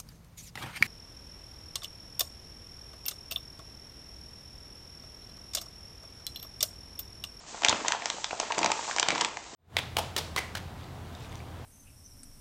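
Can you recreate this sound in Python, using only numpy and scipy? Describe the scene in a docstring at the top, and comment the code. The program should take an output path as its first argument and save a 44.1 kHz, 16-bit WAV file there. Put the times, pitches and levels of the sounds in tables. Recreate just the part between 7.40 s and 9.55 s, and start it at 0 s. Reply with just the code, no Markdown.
"""Quiet room noise and a soft paper hiss come first; then a cat scrambles inside a stiff paper bag.
The bag tips over and slides on a hard living-room floor: dense clicks make its hiss and fine crinkling.
Short noise bursts make snapping creases, hollow knocks and bumps; fading sine waves make panel pops.
The room rings briefly after every bag sound except the rubbing hiss."""
import sys
import numpy as np
from scipy import signal
from scipy.fft import rfft, irfft, next_fast_len
from scipy.io import wavfile

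SR = 44100
rng = np.random.default_rng(int(sys.argv[2]) if len(sys.argv) > 2 else 0)


def unload_audio(sound):
    """Save the sound as a 16-bit wav file, at the path given as the first command line argument."""
    columns = np.transpose(np.atleast_2d(sound))
    # keep every value between -1 and 1, then stretch to whole-number steps
    steps = np.round(np.clip(columns, -1, 1) * 32767)
    wavfile.write(sys.argv[1], SR, steps.astype(np.int16))


N = 94815

# tone of the quiet room noise: (frequency [Hz], level [dB])
AMBIENCE_COLOUR = [(28, 3), (55, 4.5), (220, -1.5), (700, -5), (1500, -19), (8000, -20)]
# time for the room's ringing to fade by 60 dB: (frequency [Hz], fade time [s])
ROOM_FADE = [(600, 0.51), (4000, 0.25), (8000, 0.45)]
# strength of the room's ringing: (frequency [Hz], level against the direct sound [dB])
ROOM_LEVEL = [(200, -1.5), (600, -4.5), (4000, -9), (8000, -14)]
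# hiss of paper rubbing on fur and floor: (time [s], level [dB])
RUB_LEVEL = [(0, -56), (.06, -55.5), (.08, -46), (.42, -46), (.49, -41.5), (.60, -51.5), (.67, -44),
             (.81, -44.5), (.91, -46.5), (1.25, -46), (1.50, -38), (1.66, -52), (1.82, -41), (1.92, -51.5),
             (2.15, -49)]
# tone of the rubbing hiss: (frequency [Hz], level [dB])
RUB_COLOUR = [(400, -5), (900, 2), (1400, -2), (3000, -0.5), (7300, 5), (8500, -5)]
# fine crackle as the bag is bent, before its uneven spurts: (time [s], level [dB])
CRINKLE_LEVEL = [(0, -59), (.21, -53.5), (.255, -35), (.33, -41.5), (.40, -44.5), (.535, -39.5),
                 (.59, -49.5), (.66, -42), (.72, -47), (.82, -63.5), (.98, -50), (1.02, -39.5),
                 (1.09, -50.5), (1.16, -44), (1.24, -39), (1.36, -49.5), (1.55, -50.5), (1.74, -38.5),
                 (1.86, -44), (1.99, -57.5)]
# tone of the fine crackle: (frequency [Hz], level [dB])
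CRINKLE_COLOUR = [(170, -6), (350, 4), (750, 3.5), (1700, 2), (4000, -2), (8000, -18.5)]
# paws and bag bumping the floor: (time [s], level [dB])
BUMPS = [(.128, -46.5), (.285, -35.5), (.327, -32), (.413, -37), (.742, -41.5), (1.178, -31.5),
         (1.212, -31.5), (1.245, -33), (1.628, -38), (1.688, -31), (1.73, -35.5), (1.82, -37),
         (2.132, -44.5)]
# tone of the bumps: (frequency [Hz], level [dB])
BUMP_COLOUR = [(150, -7), (280, -2), (450, -2.5), (650, -10)]
# deep thuds of the cat's weight: (time [s], level [dB])
THUDS = [(.286, -37), (1.23, -48), (1.686, -44.5)]
# tone of the thuds: (frequency [Hz], level [dB])
THUD_COLOUR = [(45, 0.0048), (110, 0.052)]
# panels buckling: (time [s], level [dB], pitch [Hz])
POPS = [(.146, -37.5, 770), (.330, -26.5, 735), (.449, -30, 936), (.459, -32.5, 1017), (0.507, -30.5, 870),
        (.534, -31, 1034), (.549, -28, 834), (.784, -37.5, 846), (.931, -28.5, 750), (1.031, -33, 780),
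        (1.105, -29, 890), (1.110, -27, 986), (1.196, -44, 1090), (1.214, -31.5, 890), (1.244, -27.5, 980),
        (1.303, -27, 835), (1.394, -29.5, 910), (1.480, -34, 840), (1.497, -31.5, 1100),
        (1.688, -27.5, 974), (1.727, -31.5, 594), (1.820, -25.5, 960)]
# ways a panel swings: (multiple of the pitch [ratio], level [dB])
PANEL_MODES = [(0.661, -8.5), (1, 3.5), (1.798, -8.5)]
# creases snapping: (time [s], level [dB], brightness [dB per octave],
# ring of the creased patch [Hz], level of the bag's hollow knock [dB])
SNAPS = [(.221, -37.5, -1, 2600, -33.5), (0.2349, -27.5, -9.5, 3000, -29), (0.2482, -15.5, -1, 2410, -27),
         (0.261, -46, -4, 2660, -31), (0.2851, -16.5, -3.5, 3610, -31.5), (0.2947, -19, 5, 4380, -29),
         (0.2977, -27.5, 1, 4340, -27), (.3275, -27.5, -10.5, 2730, -23.5), (0.4829, -21, -2.5, 6700, -34),
         (0.5215, -21.5, -3.5, 1800, -56), (0.621, -34.5, -7, 2140, -35.5),
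         (0.6577, -25.5, -3, 6200, -32.5), (0.7011, -25.5, -2, 3140, -36), (0.8436, -25.5, -3, 3480, -35.5),
         (0.9091, -31.5, -10, 2600, -36.5), (1, -24.5, -2.5, 6070, -27.5), (1.1216, -27, -4.5, 2700, -32.5),
         (1.1799, -29.5, -10, 2400, -28), (1.1828, -29, 8, 7000, -45), (1.1904, -28, -1, 7300, -27),
         (1.217, -38, -2, 4560, -31), (1.231, -24.5, -4.5, 2600, -30.5), (1.2453, -25, -4.5, 6160, -22),
         (1.2609, -23, -5, 5780, -28), (1.3024, -34, -9, 1670, -32.5), (1.3174, -22.5, -5, 7500, -29),
         (1.5119, -30, -6.5, 1560, -37.5), (1.5634, -29, -0.5, 5370, -29.5), (1.574, -36, 0, 3450, -36),
         (1.5845, -23.5, -6.5, 1730, -31), (1.5976, -19, 1, 4920, -28), (1.6286, -20.5, -7, 3300, -29),
         (1.686, -20.5, -5, 7700, -24), (1.7052, -22.5, -5, 2320, -38), (1.751, -31.5, -8, 5000, -45),
         (1.78, -29.5, -5, 3230, -33), (1.8099, -25, -2.5, 3170, -32), (1.812, -24, 0.5, 5400, -31),
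         (1.8163, -30.5, 0, 3560, -32.5), (1.8477, -23, -7, 7750, -31), (1.971, -33, -4.5, 2000, -35)]
# tone of cracks and ticks before their brightness tilt: (frequency [Hz], level [dB])
SNAP_COLOUR = [(1300, -6.5), (2400, 1), (4200, 0), (5600, 2), (7000, 3.5), (8500, -5.5)]
# tone of the hollow knock before its pitch shift: (frequency [Hz], level [dB])
HOLLOW_COLOUR = [(320, -6), (480, -9.5), (680, 3), (920, 6.5), (1400, -9)]

LEVEL_WINDOW_S = .005   # a short sound's level is its energy spread over this time
LEAD_S = .01   # room left before the moment of an event, for its rise
TIME = np.arange(N) / SR
EVENT_TIME = np.arange(4096) / SR - LEAD_S   # zero at the moment of the event

AMBIENCE_DB = -57.5
ROOM_ONSET_S = 0.0036
CUTOFF_HZ = 8250

RUB_GRAINS_PER_S, RUB_SPREAD_DB = 9000, 3
RUB_FLEX_DB = -7.5   # flexings of the dragged paper, against the hiss

CRINKLES_PER_S, CRINKLE_SPREAD_DB = 1500, 4
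TICKS_PER_S, TICK_SPREAD_DB, TICK_DB = 180, 2.5, -3   # tick level is against the crackle
CLUMPS_PER_S, CLUMP_DB = 86, 3.5   # pace and unevenness of the spurts
FLEXES_PER_S, FLEX_Q = 200, 6   # all pitches together; higher Q rings longer
FLEX_DB = -3   # flexings of the bent paper, against the crackle
FLEX_LOW_HZ, FLEX_HIGH_HZ = 660, 1156

BUMP_RISE_S, BUMP_DECAY_S = .002, 0.0072
POP_RISE_S, POP_DECAY_S = 0.0007, 0.0018

SNAP_RISE_S, SHORTEST_SNAP_DECAY_S = .00065, .0008
SLOW_FOLD_DB = -4   # cracks duller than this (per octave) are slow folds, and last longer in proportion
FLUTTER_DB, FLUTTER_DECAY_S = -15, 0.006   # the crease creeps on after a snap
CREEP_STEPS_PER_S, CREEP_DB = 900, 3   # in uneven little steps
PATCH_RING_DB, PATCH_HALF_WIDTH_HZ = 7, 310
MEAN_BOUNCE_S, BOUNCE_SHARE = 0.000885, 0.3   # each crack bounces off the opposite wall of the bag
HOLLOW_RISE_S, HOLLOW_DECAY_S = .001, .0035
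HOLLOW_SHIFT_OCTAVES = .25   # full range of the random pitch shift


def from_db(db):
    """Turn decibels into a plain gain."""
    return 10 ** (np.asarray(db) / 20)


def rms_one(x):
    """Scale a sound to an average strength (rms) of 1."""
    return x / np.sqrt(np.mean(x ** 2) + 1e-20)


def at_level(x, db):
    """Give a short sound the energy of this level held for one level window."""
    return from_db(db) * x * np.sqrt(LEVEL_WINDOW_S * SR / (np.sum(x ** 2) + 1e-20))


def at_hz(points, hz):
    """Read a table between its rows, with frequency spaced in octaves as we hear it."""
    frequency, value = np.transpose(points)
    return np.interp(np.log(hz), np.log(frequency), value)


def gain_curve(points):
    """Turn (time, level) rows into a gain that moves smoothly from row to row."""
    return from_db(np.interp(TIME, *np.transpose(points)))


def band(x, low, high):
    """Keep only the frequencies between low and high."""
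    sos = signal.butter(2, [low, min(high, SR / 2 - 1)], "band", fs=SR, output="sos")
    return signal.sosfilt(sos, x)


def coloured(x, colour, tilt_db=0):
    """Filter to a table's tone, tilted per octave and falling steeply past its ends, with no pre-echo."""
    size = next_fast_len(2 * len(x))
    size += size % 2
    hz = np.maximum(np.arange(size // 2 + 1) * SR / size, 1)
    lowest, highest = colour[0][0], colour[-1][0]
    octaves_outside = np.maximum(np.log2(lowest / hz), 0) + np.maximum(np.log2(hz / highest), 0)
    tilt = tilt_db * np.log2(np.clip(hz, lowest, highest))
    db = at_hz(colour, hz) + tilt - 18 * np.minimum(octaves_outside, 3)
    # fold the log spectrum so that the filter acts only forward in time (minimum phase)
    cepstrum = irfft(np.log(from_db(db)))[:size // 2]
    cepstrum[1:] *= 2
    response = np.exp(rfft(cepstrum, size))
    return irfft(rfft(x, size) * response)[:len(x)]


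def swell(rise_s, decay_s):
    """Exponential rise to the moment of an event, then exponential decay."""
    return np.exp(-np.maximum(-EVENT_TIME / rise_s, EVENT_TIME / decay_s))


def burst(envelope, count=2):
    """A short burst of noise under an envelope, with its spectrum partly evened out."""
    x = rng.standard_normal(len(envelope)) * envelope
    for _ in range(count):
        spectrum = rfft(x)
        evened = irfft(spectrum / (np.abs(spectrum) + 1e-12) ** .3)
        x = evened * envelope ** .1
    return x


def add(track, s, sound):
    """Mix an event into the track at its time."""
    start = max(int((s - LEAD_S) * SR), 0)
    part = sound[:max(N - start, 0)]
    track[start:start + len(part)] += part


def grains(per_s, spread_db):
    """Scatter random clicks of uneven size, pushing either way."""
    sizes = from_db(spread_db * np.minimum(rng.exponential(1, N), 4))
    signed_sizes = sizes * rng.choice([-1, 1], N)
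    return signed_sizes * (rng.random(N) < per_s / SR)


def uneven_steps(count):
    """Random steps, kept from straying too far."""
    return np.clip(rng.standard_normal(count), -2, 2)


def ringing(x, hz):
    """Boost the resonance of one small patch of paper."""
    b, a = signal.iirpeak(hz, hz / (2 * PATCH_HALF_WIDTH_HZ), fs=SR)
    return x + (from_db(PATCH_RING_DB) - 1) * signal.lfilter(b, a, x)


def ambience():
    """Steady noise, shaped to the tone of a quiet room."""
    return from_db(AMBIENCE_DB) * rms_one(coloured(rng.standard_normal(N), AMBIENCE_COLOUR))


def room(x):
    """Diffuse reflections build up quickly and fade at a pace that depends on frequency."""
    t, response = TIME[:SR // 2], 0
    edges = np.geomspace(80, 10000, 13)
    for low, high in zip(edges, edges[1:]):
        hz = np.sqrt(low * high)
        fade = 1e-3 ** (t / at_hz(ROOM_FADE, hz))
        build_up = 1 - np.exp(-(t / ROOM_ONSET_S) ** 2)
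        tail = band(rng.standard_normal(len(t)), low, high) * fade * build_up
        # make the table's level count against the direct sound in this band
        band_scale = np.sqrt(2 * (high - low) / SR / np.sum(tail ** 2))
        response = response + from_db(at_hz(ROOM_LEVEL, hz)) * tail * band_scale
    return signal.fftconvolve(x, response)[:N]


def flexing():
    """Small flexings of the panels: random clicks each ring at one of many pitches; rms 1."""
    pitches = np.geomspace(FLEX_LOW_HZ, FLEX_HIGH_HZ, 20)
    total = np.zeros(N)
    for hz in pitches:
        clicks = grains(FLEXES_PER_S / len(pitches), CRINKLE_SPREAD_DB) + 1e-18
        b, a = signal.iirpeak(hz, FLEX_Q, fs=SR)
        total += signal.lfilter(b, a, clicks)
    return rms_one(total)


def rubbing():
    """Fibres catch and slip so densely that they merge into a bright hiss; the drag also flexes the panels."""
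    hiss = rms_one(coloured(grains(RUB_GRAINS_PER_S, RUB_SPREAD_DB), RUB_COLOUR))
    return gain_curve(RUB_LEVEL) * (hiss + from_db(RUB_FLEX_DB) * flexing())


def spurts():
    """A gain that wanders quickly at random; rms 1."""
    steps = uneven_steps(N // 40)
    wander = np.interp(TIME * CLUMPS_PER_S, np.arange(len(steps)), steps)
    return rms_one(from_db(CLUMP_DB * wander))


def crinkling():
    """Bending makes tiny creases crackle in spurts, with sharper ticks and panels flexing at many pitches."""
    crackle = rms_one(coloured(grains(CRINKLES_PER_S, CRINKLE_SPREAD_DB), CRINKLE_COLOUR))
    patches = np.geomspace(1500, 6000, 10)
    ticks = sum(ringing(grains(TICKS_PER_S / len(patches), TICK_SPREAD_DB), hz) for hz in patches)
    ticks = from_db(TICK_DB) * rms_one(coloured(ticks, SNAP_COLOUR, tilt_db=-4.5))
    paper = crackle + ticks + from_db(FLEX_DB) * flexing()
    return gain_curve(CRINKLE_LEVEL) * spurts() * paper


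def bumps():
    """Soft, dull knocks on the floor, and deeper thuds when the cat's weight lands."""
    out = np.zeros(N)
    for table, colour in ((BUMPS, BUMP_COLOUR), (THUDS, THUD_COLOUR)):
        for s, db in table:
            knock = coloured(burst(swell(BUMP_RISE_S, BUMP_DECAY_S)), colour)
            add(out, s, at_level(knock, db))
    return out


def panels():
    """A panel flips over and swings very briefly in its heavily damped modes, each a sine wave."""
    out = np.zeros(N)
    for s, db, hz in POPS:
        swing = np.zeros(len(EVENT_TIME))
        for ratio, mode_db in PANEL_MODES:
            cycles = hz * ratio * EVENT_TIME + rng.random()
            swing += from_db(mode_db) * np.sin(2 * np.pi * cycles)
        add(out, s, at_level(swing * swell(POP_RISE_S, POP_DECAY_S), db))
    return out


def hollow():
    """A brief knock of the bag's hollow; its pitch varies at random as the bag changes shape."""
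    shift = 2 ** (HOLLOW_SHIFT_OCTAVES * (rng.random() - .5))
    shifted_colour = [(hz * shift, db) for hz, db in HOLLOW_COLOUR]
    return coloured(burst(swell(HOLLOW_RISE_S, HOLLOW_DECAY_S)), shifted_colour)


def crack_envelope(tilt_db):
    """The loudness shape of a crack, drawn out when it is dull, with a ragged tail of smaller ones."""
    stretch = max(1, tilt_db / SLOW_FOLD_DB)
    steps = uneven_steps(len(EVENT_TIME))
    creep = np.interp((EVENT_TIME + LEAD_S) * CREEP_STEPS_PER_S, np.arange(len(steps)), steps)
    ragged = rms_one(from_db(CREEP_DB * creep))
    flutter = from_db(FLUTTER_DB) * ragged * swell(SNAP_RISE_S, FLUTTER_DECAY_S)
    return swell(SNAP_RISE_S, SHORTEST_SNAP_DECAY_S * stretch) + flutter


def creases():
    """Each crease gives way in a brief crack, which rings its own patch of paper and the hollow bag."""
    out = np.zeros(N)
    for s, db, tilt_db, hz, hollow_db in SNAPS:
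        noise = coloured(burst(crack_envelope(tilt_db)), SNAP_COLOUR, tilt_db)
        crack = ringing(noise, hz)
        delay_s = MEAN_BOUNCE_S * (.5 + rng.random())
        bounce = np.interp(EVENT_TIME - delay_s, EVENT_TIME, crack)
        add(out, s, at_level(crack + BOUNCE_SHARE * bounce, db))
        add(out, s, at_level(hollow(), hollow_db))
    return out


def scene():
    """The bag and its echo in the room, with the rubbing hiss and quiet room noise."""
    bag = crinkling() + bumps() + panels() + creases()
    return (ambience() + room(bag) + rubbing() + bag)[None]


def record(dry):
    """A small microphone with a steep treble cut."""
    return signal.sosfilt(signal.cheby1(12, .1, CUTOFF_HZ, fs=SR, output="sos"), dry)


dry = scene()
out = record(dry)
unload_audio(out)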